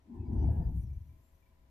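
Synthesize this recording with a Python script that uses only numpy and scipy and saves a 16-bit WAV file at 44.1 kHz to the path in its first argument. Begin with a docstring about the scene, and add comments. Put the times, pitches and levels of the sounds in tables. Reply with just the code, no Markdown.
"""Indoors, beside an idling punching machine, fabric with a metal eyelet is turned over by hand.
A low droning rumble swells and fades, with dull rubbing and soft bumps of handling above it.
Sliding cloth fibres swish softly; metal grazes and clinks in very faint, thin tones.
Under it all lie the machine's quiet hum and room noise."""
import sys
import numpy as np
from scipy import signal
from scipy.fft import rfft, irfft, next_fast_len
from scipy.io import wavfile
from scipy.ndimage import uniform_filter1d, map_coordinates

SR = 44100
rng = np.random.default_rng(int(sys.argv[2]) if len(sys.argv) > 2 else 0)


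def int16_out(signal):
    """Quantize to a 16-bit WAV file."""
    q = np.round(np.clip(np.atleast_2d(signal).T, -1, 1) * 32767)
    wavfile.write(sys.argv[1], SR, q.astype(np.int16))


N = 74970

# Stereo image of the handling noises. Each row: frequency in Hz, left-right likeness from 0 to 1.
NEAR_LIKENESS = [(60, 1), (300, 0.88), (650, 0.1), (1400, 0.2)]
# Their balance. Each row: frequency in Hz, left minus right in dB.
NEAR_BALANCE = [(50, 3.5), (150, 0.5), (290, 5.5), (450, 1), (820, 8.5), (1050, -8), (1900, 11), (3300, -2),
                (5400, 5)]
LOW_PAN_DB, METAL_PAN_DB = 1.4, 2.5
METAL_JITTER_RAD = 0.5


def amp(db):
    """Decibels to gain."""
    return 10 ** (np.asarray(db) / 20)


def pan_left(x, db):
    """Mono to stereo: left raised by db, right lowered by db."""
    return x * amp([[db], [-db]])


def along(points, hz):
    """(Hz, value) points read on a log axis."""
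    knots_hz, values = np.transpose(points)
    return np.interp(np.log(hz + 1), np.log(knots_hz + 1), values)


def envelope(rows):
    """Gain per sample from (s, dB) points."""
    times_s, db = np.transpose(rows)
    return amp(np.interp(np.arange(N) / SR, times_s, db))


def wobble(rate_hz):
    """Smooth random curve, rate_hz knots a second."""
    knots = rng.standard_normal(int(N * rate_hz / SR) + 4)
    return map_coordinates(knots, [np.arange(N) * rate_hz / SR])


def noise(spectrum, likeness=NEAR_LIKENESS, balance=NEAR_BALANCE):
    """Coloured stereo noise whose channel mean has rms 1."""
    size = next_fast_len(N + 8192)
    hz = np.fft.rfftfreq(size, 1 / SR)
    width_rad = np.arccos(np.clip(along(likeness, hz), -1, 1)) / 2
    coloured = rfft(rng.standard_normal((2, size))) * amp(along(spectrum, hz))
    mid, side = coloured * [np.cos(width_rad), np.sin(width_rad)]
    tilt = amp(along(balance, hz) / 2)
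    pair = irfft(np.array([(mid + side) * tilt, (mid - side) / tilt]), size)[:, :N]
    return pair / np.sqrt(np.mean(pair.mean(0) ** 2))


def steadied(pair, span_s):
    """Even out a noise's chance swells so that it sounds sustained."""
    power = np.abs(signal.hilbert(pair.mean(0))) ** 2 / 2
    width = max(int(span_s * SR), 2)
    smooth_power = uniform_filter1d(uniform_filter1d(power, width), width)
    return pair / np.sqrt(np.abs(smooth_power) + 1e-6)


def machine_idle(waver_db=1.2, room_db=-63.5):
    """The machine's slightly wavering hum lines over room noise."""
    # Each row: frequency in Hz, rms level in dB before panning.
    hum_lines = [(59.2, -75), (263.8, -85), (547, -90.5), (646, -87.5), (840, -96), (969, -91)]
    # Each row: frequency in Hz, relative density in dB.
    room_spectrum = [(10, -22), (24, 5), (38, -10.5), (65, 0), (110, -14), (200, -23.5), (350, -25.5),
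                     (430, -34.5), (650, -32.5), (900, -49), (1010, -21.5), (1120, -34.5), (3600, -41.5),
                     (15200, -53.5)]
    # Each row: frequency in Hz, left-right likeness from 0 to 1.
    room_likeness = [(60, 0.98), (290, 0.96), (640, 0)]
    # Each row: frequency in Hz, left minus right in dB.
    room_balance = [(60, 4.5), (160, 1), (450, 10.5), (1150, -4.5), (2000, 13.5), (3300, 1)]
    t, hum = np.arange(N) / SR, np.zeros(N)
    for hz, db in hum_lines:
        gain = amp(db + waver_db * wobble(6)) * np.sqrt(2)
        hum += gain * np.sin(2 * np.pi * hz * t + 0.3 * wobble(4))
    return pan_left(hum, db=-0.5) + amp(room_db) * noise(room_spectrum, room_likeness, room_balance)


def metal_clinks(attack_s=0.003, t60_s=0.085, rebound_s=0.037, rebound_loss_db=5.5):
    """Loose metal touches, rings briefly and rebounds once, more softly."""
    # Each row: start in seconds, pitch in Hz, level in dB before attack and panning.
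    touches = [(0.02, 5840, -83), (0.325, 5940, -76.5), (.382, 5840, -72.5), (.684, 5890, -77.5),
               (.793, 2330, -73), (0.811, 5860, -74.5), (.832, 5860, -76.5), (.866, 5390, -76),
               (.9, 2340, -72.5), (0.93, 5960, -76), (1.011, 5793, -81), (1.07, 5880, -81.5),
               (1.09, 2316, -74), (1.122, 2354, -79), (1.345, 5940, -79), (1.423, 2350, -72.5),
               (1.46, 2310, -72)]
    t, out = np.arange(N) / SR, np.zeros(N)
    for touch_s, hz, db in touches:
        gap_s = rebound_s * np.exp(0.2 * rng.standard_normal())
        for start_s, hit_db in [(touch_s, db), (touch_s + gap_s, db - rebound_loss_db)]:
            age_s = np.maximum(t - start_s, 0)
            shape = amp(hit_db - 60 * age_s / t60_s) * (1 - np.exp(-(age_s / attack_s) ** 2))
            out += shape * np.sin(2 * np.pi * hz * age_s + METAL_JITTER_RAD * wobble(120))
    return pan_left(out, METAL_PAN_DB)


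def rubbing(low_gain_db=2.45):
    """Dull friction of handling: a low rub with a light scrape over it, joined by a higher rub."""
    # Envelopes. Each row: time in seconds, relative level in dB.
    scrape_levels = [(0.05, -90), (0.155, -63), (0.22, -72), (0.29, -67.5), (0.42, -65.5), (0.55, -99.5)]
    low_levels = [(0.026, -100.5), (0.062, -71.5), (0.124, -52.5), (0.222, -52), (0.336, -43), (0.428, -44),
                  (0.738, -56.5), (1.096, -84), (1.128, -72.5), (1.25, -86)]
    high_levels = [(0.2, -83), (0.34, -59.5), (0.42, -56.5), (0.49, -53.5), (0.55, -57.5), (0.61, -57),
                   (0.69, -62), (0.78, -75.5), (1.05, -86.5)]
    # Spectra. Each row: frequency in Hz, relative density in dB.
    scrape_spectrum = [(560, -43), (660, -16.5), (840, 0), (1020, -3.5), (1150, -27), (4000, -43)]
    low_spectrum = [(90, -27.5), (180, -4.5), (235, 1), (290, -4.5), (380, -7), (440, -27), (600, -41.5),
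                    (1600, -130)]
    high_spectrum = [(300, -18), (450, 3.5), (540, 0), (590, -8.5), (650, 2.5), (790, -1), (930, 2.5),
                     (1040, -15.5), (1150, -23.5), (1680, -20.5), (2050, -35), (3000, -32.5), (6000, -84.5)]
    scrape = envelope(scrape_levels) * noise(scrape_spectrum)
    low = envelope(low_levels) * steadied(noise(low_spectrum), span_s=0.13)
    high = envelope(high_levels) * steadied(noise(high_spectrum), span_s=0.36)
    return scrape + amp(low_gain_db) * low + high


def drone(core_db=-5, rumble_db=-3.5, jitter_rad=0.45):
    """A rough resonance wanders round 70 Hz inside a broader rumble; both swell and die away."""
    # Each row: time in seconds, relative level in dB.
    swell_levels = [(0.08, -78), (0.16, -49), (0.212, -35.5), (0.245, -44.5), (0.33, -30), (0.41, -28.5),
                    (0.436, -30), (0.495, -23.5), (0.555, -35), (0.615, -24), (0.642, -33.5), (0.68, -27),
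                    (0.738, -38), (0.778, -31), (0.815, -37), (0.94, -39.5), (0.99, -37.5), (1.055, -51.5),
                    (1.115, -49), (1.155, -64), (1.195, -57.5), (1.25, -73.5)]
    # Each row: time in seconds, pitch in Hz.
    core_pitch = [(.22, 80.1), (.35, 65.83), (.48, 71.06), (.6, 76.1), (0.679, 60.13), (0.869, 64.33),
                  (.99, 75.15)]
    # Each row: frequency in Hz, relative density in dB.
    rumble_spectrum = [(12, -27), (25, -11), (36, -11.5), (55, -1), (70, -4), (118, -5), (140, -12.5),
                       (164, -12), (190, -30), (1400, -125)]
    times_s, hz = np.transpose(core_pitch)
    phase = 2 * np.pi * np.cumsum(np.interp(np.arange(N) / SR, times_s, hz)) / SR
    core = pan_left(np.sqrt(2) * np.sin(phase + jitter_rad * wobble(30)), LOW_PAN_DB)
    rumble = steadied(noise(rumble_spectrum), span_s=0.038)
    return envelope(swell_levels) * (amp(core_db) * core + amp(rumble_db) * rumble)


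def soft_bumps(attack_s=0.0068, jitter_rad=0.52):
    """Cushioned contacts of handling, each a dull, quickly damped tone."""
    # Each row: start in seconds, pitch in Hz, level in dB before attack and panning, T60 in seconds.
    contacts = [(0.094, 237.5, -41.5, .2), (0.439, 774, -39, 0.045), (0.486, 662, -35, 0.055),
                (0.745, 162.8, -36, 0.31), (0.843, 174.6, -37, 0.11), (1.116, 250, -55, 0.093)]
    t, out = np.arange(N) / SR, np.zeros(N)
    for start_s, hz, db, t60_s in contacts:
        age_s = np.maximum(t - start_s, 0)
        shape = amp(db - 60 * age_s / t60_s) * (1 - np.exp(-age_s / attack_s))
        out += shape * np.sin(2 * np.pi * hz * age_s + jitter_rad * wobble(70))
    return pan_left(out, LOW_PAN_DB)


def metal_grazes(chatter_db=2):
    """Thin, chattering metal tones each swell and fade; most come from metal sliding along metal."""
    # Each row: centre in seconds, pitch in Hz, relative peak in dB, half length in seconds.
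    grazes = [(.18, 1770, -80.5, 0.021), (.22, 2580, -81.5, .03), (.262, 2267, -78.5, 0.017),
              (.275, 4880, -85, 0.018), (.405, 4880, -80.5, 0.041), (.428, 5890, -78.5, 0.027),
              (0.424, 2957, -82, 0.044), (.455, 2260, -76.5, 0.013), (.482, 4880, -84, 0.022),
              (.525, 1665, -74.5, .05), (.632, 1774, -72.5, 0.016), (.64, 4880, -81, .015),
              (1.265, 7380, -83.5, .04)]
    t, out = np.arange(N) / SR, np.zeros(N)
    for centre_s, hz, db, half_s in grazes:
        shape = amp(db + chatter_db * wobble(120)) * np.exp(-((t - centre_s) / half_s) ** 2)
        out += shape * np.sin(2 * np.pi * hz * t + METAL_JITTER_RAD * wobble(120))
    return pan_left(out, METAL_PAN_DB)


def cloth_swish(grain_db=1.0):
    """Sliding fibres make a fine, grainy hiss, with a few thinner scratches along the metal."""
    # Each row: time in seconds, level in dB.
    hiss_levels = [(0.25, -101), (0.5, -81.5), (0.745, -81.5), (0.762, -73.5), (0.785, -74), (0.798, -81),
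                   (0.815, -76.5), (0.86, -83.5), (1.35, -84), (1.6, -91)]
    # Each row: centre in seconds, half length in seconds, level in dB.
    scratches = [(.35, .035, -87.5), (.5, 0.083, -83), (.8, .04, -78)]
    # Spectra. Each row: frequency in Hz, relative density in dB.
    hiss_spectrum = [(1200, -12), (3000, -2), (4500, -9.5), (6500, 1), (8100, -6), (8900, -4.5),
                     (12500, 8.5), (15500, -3)]
    scratch_spectrum = [(8300, -24.5), (8850, 3.5), (10200, -0.5), (11500, -18)]
    t = np.arange(N) / SR
    strokes = sum(amp(db) * np.exp(-((t - centre_s) / half_s) ** 2) for centre_s, half_s, db in scratches)
    scratch = strokes * noise(scratch_spectrum)
    grain = amp(grain_db * wobble(130))
    hiss = envelope(hiss_levels) * noise(hiss_spectrum)
    return grain * (hiss + scratch)


def scene():
    """All sources, summed in stereo."""
    handling = drone() + rubbing() + soft_bumps() + cloth_swish() + metal_grazes() + metal_clinks()
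    return handling + machine_idle()


def record(dry):
    """Brick-wall low-pass."""
    cutoff_hz = 15480
    size = next_fast_len(N + SR // 2)
    passband = np.fft.rfftfreq(size, 1 / SR) < cutoff_hz
    return irfft(rfft(dry, size) * passband, size)[..., :N]


dry = scene()
out = record(dry)
int16_out(out)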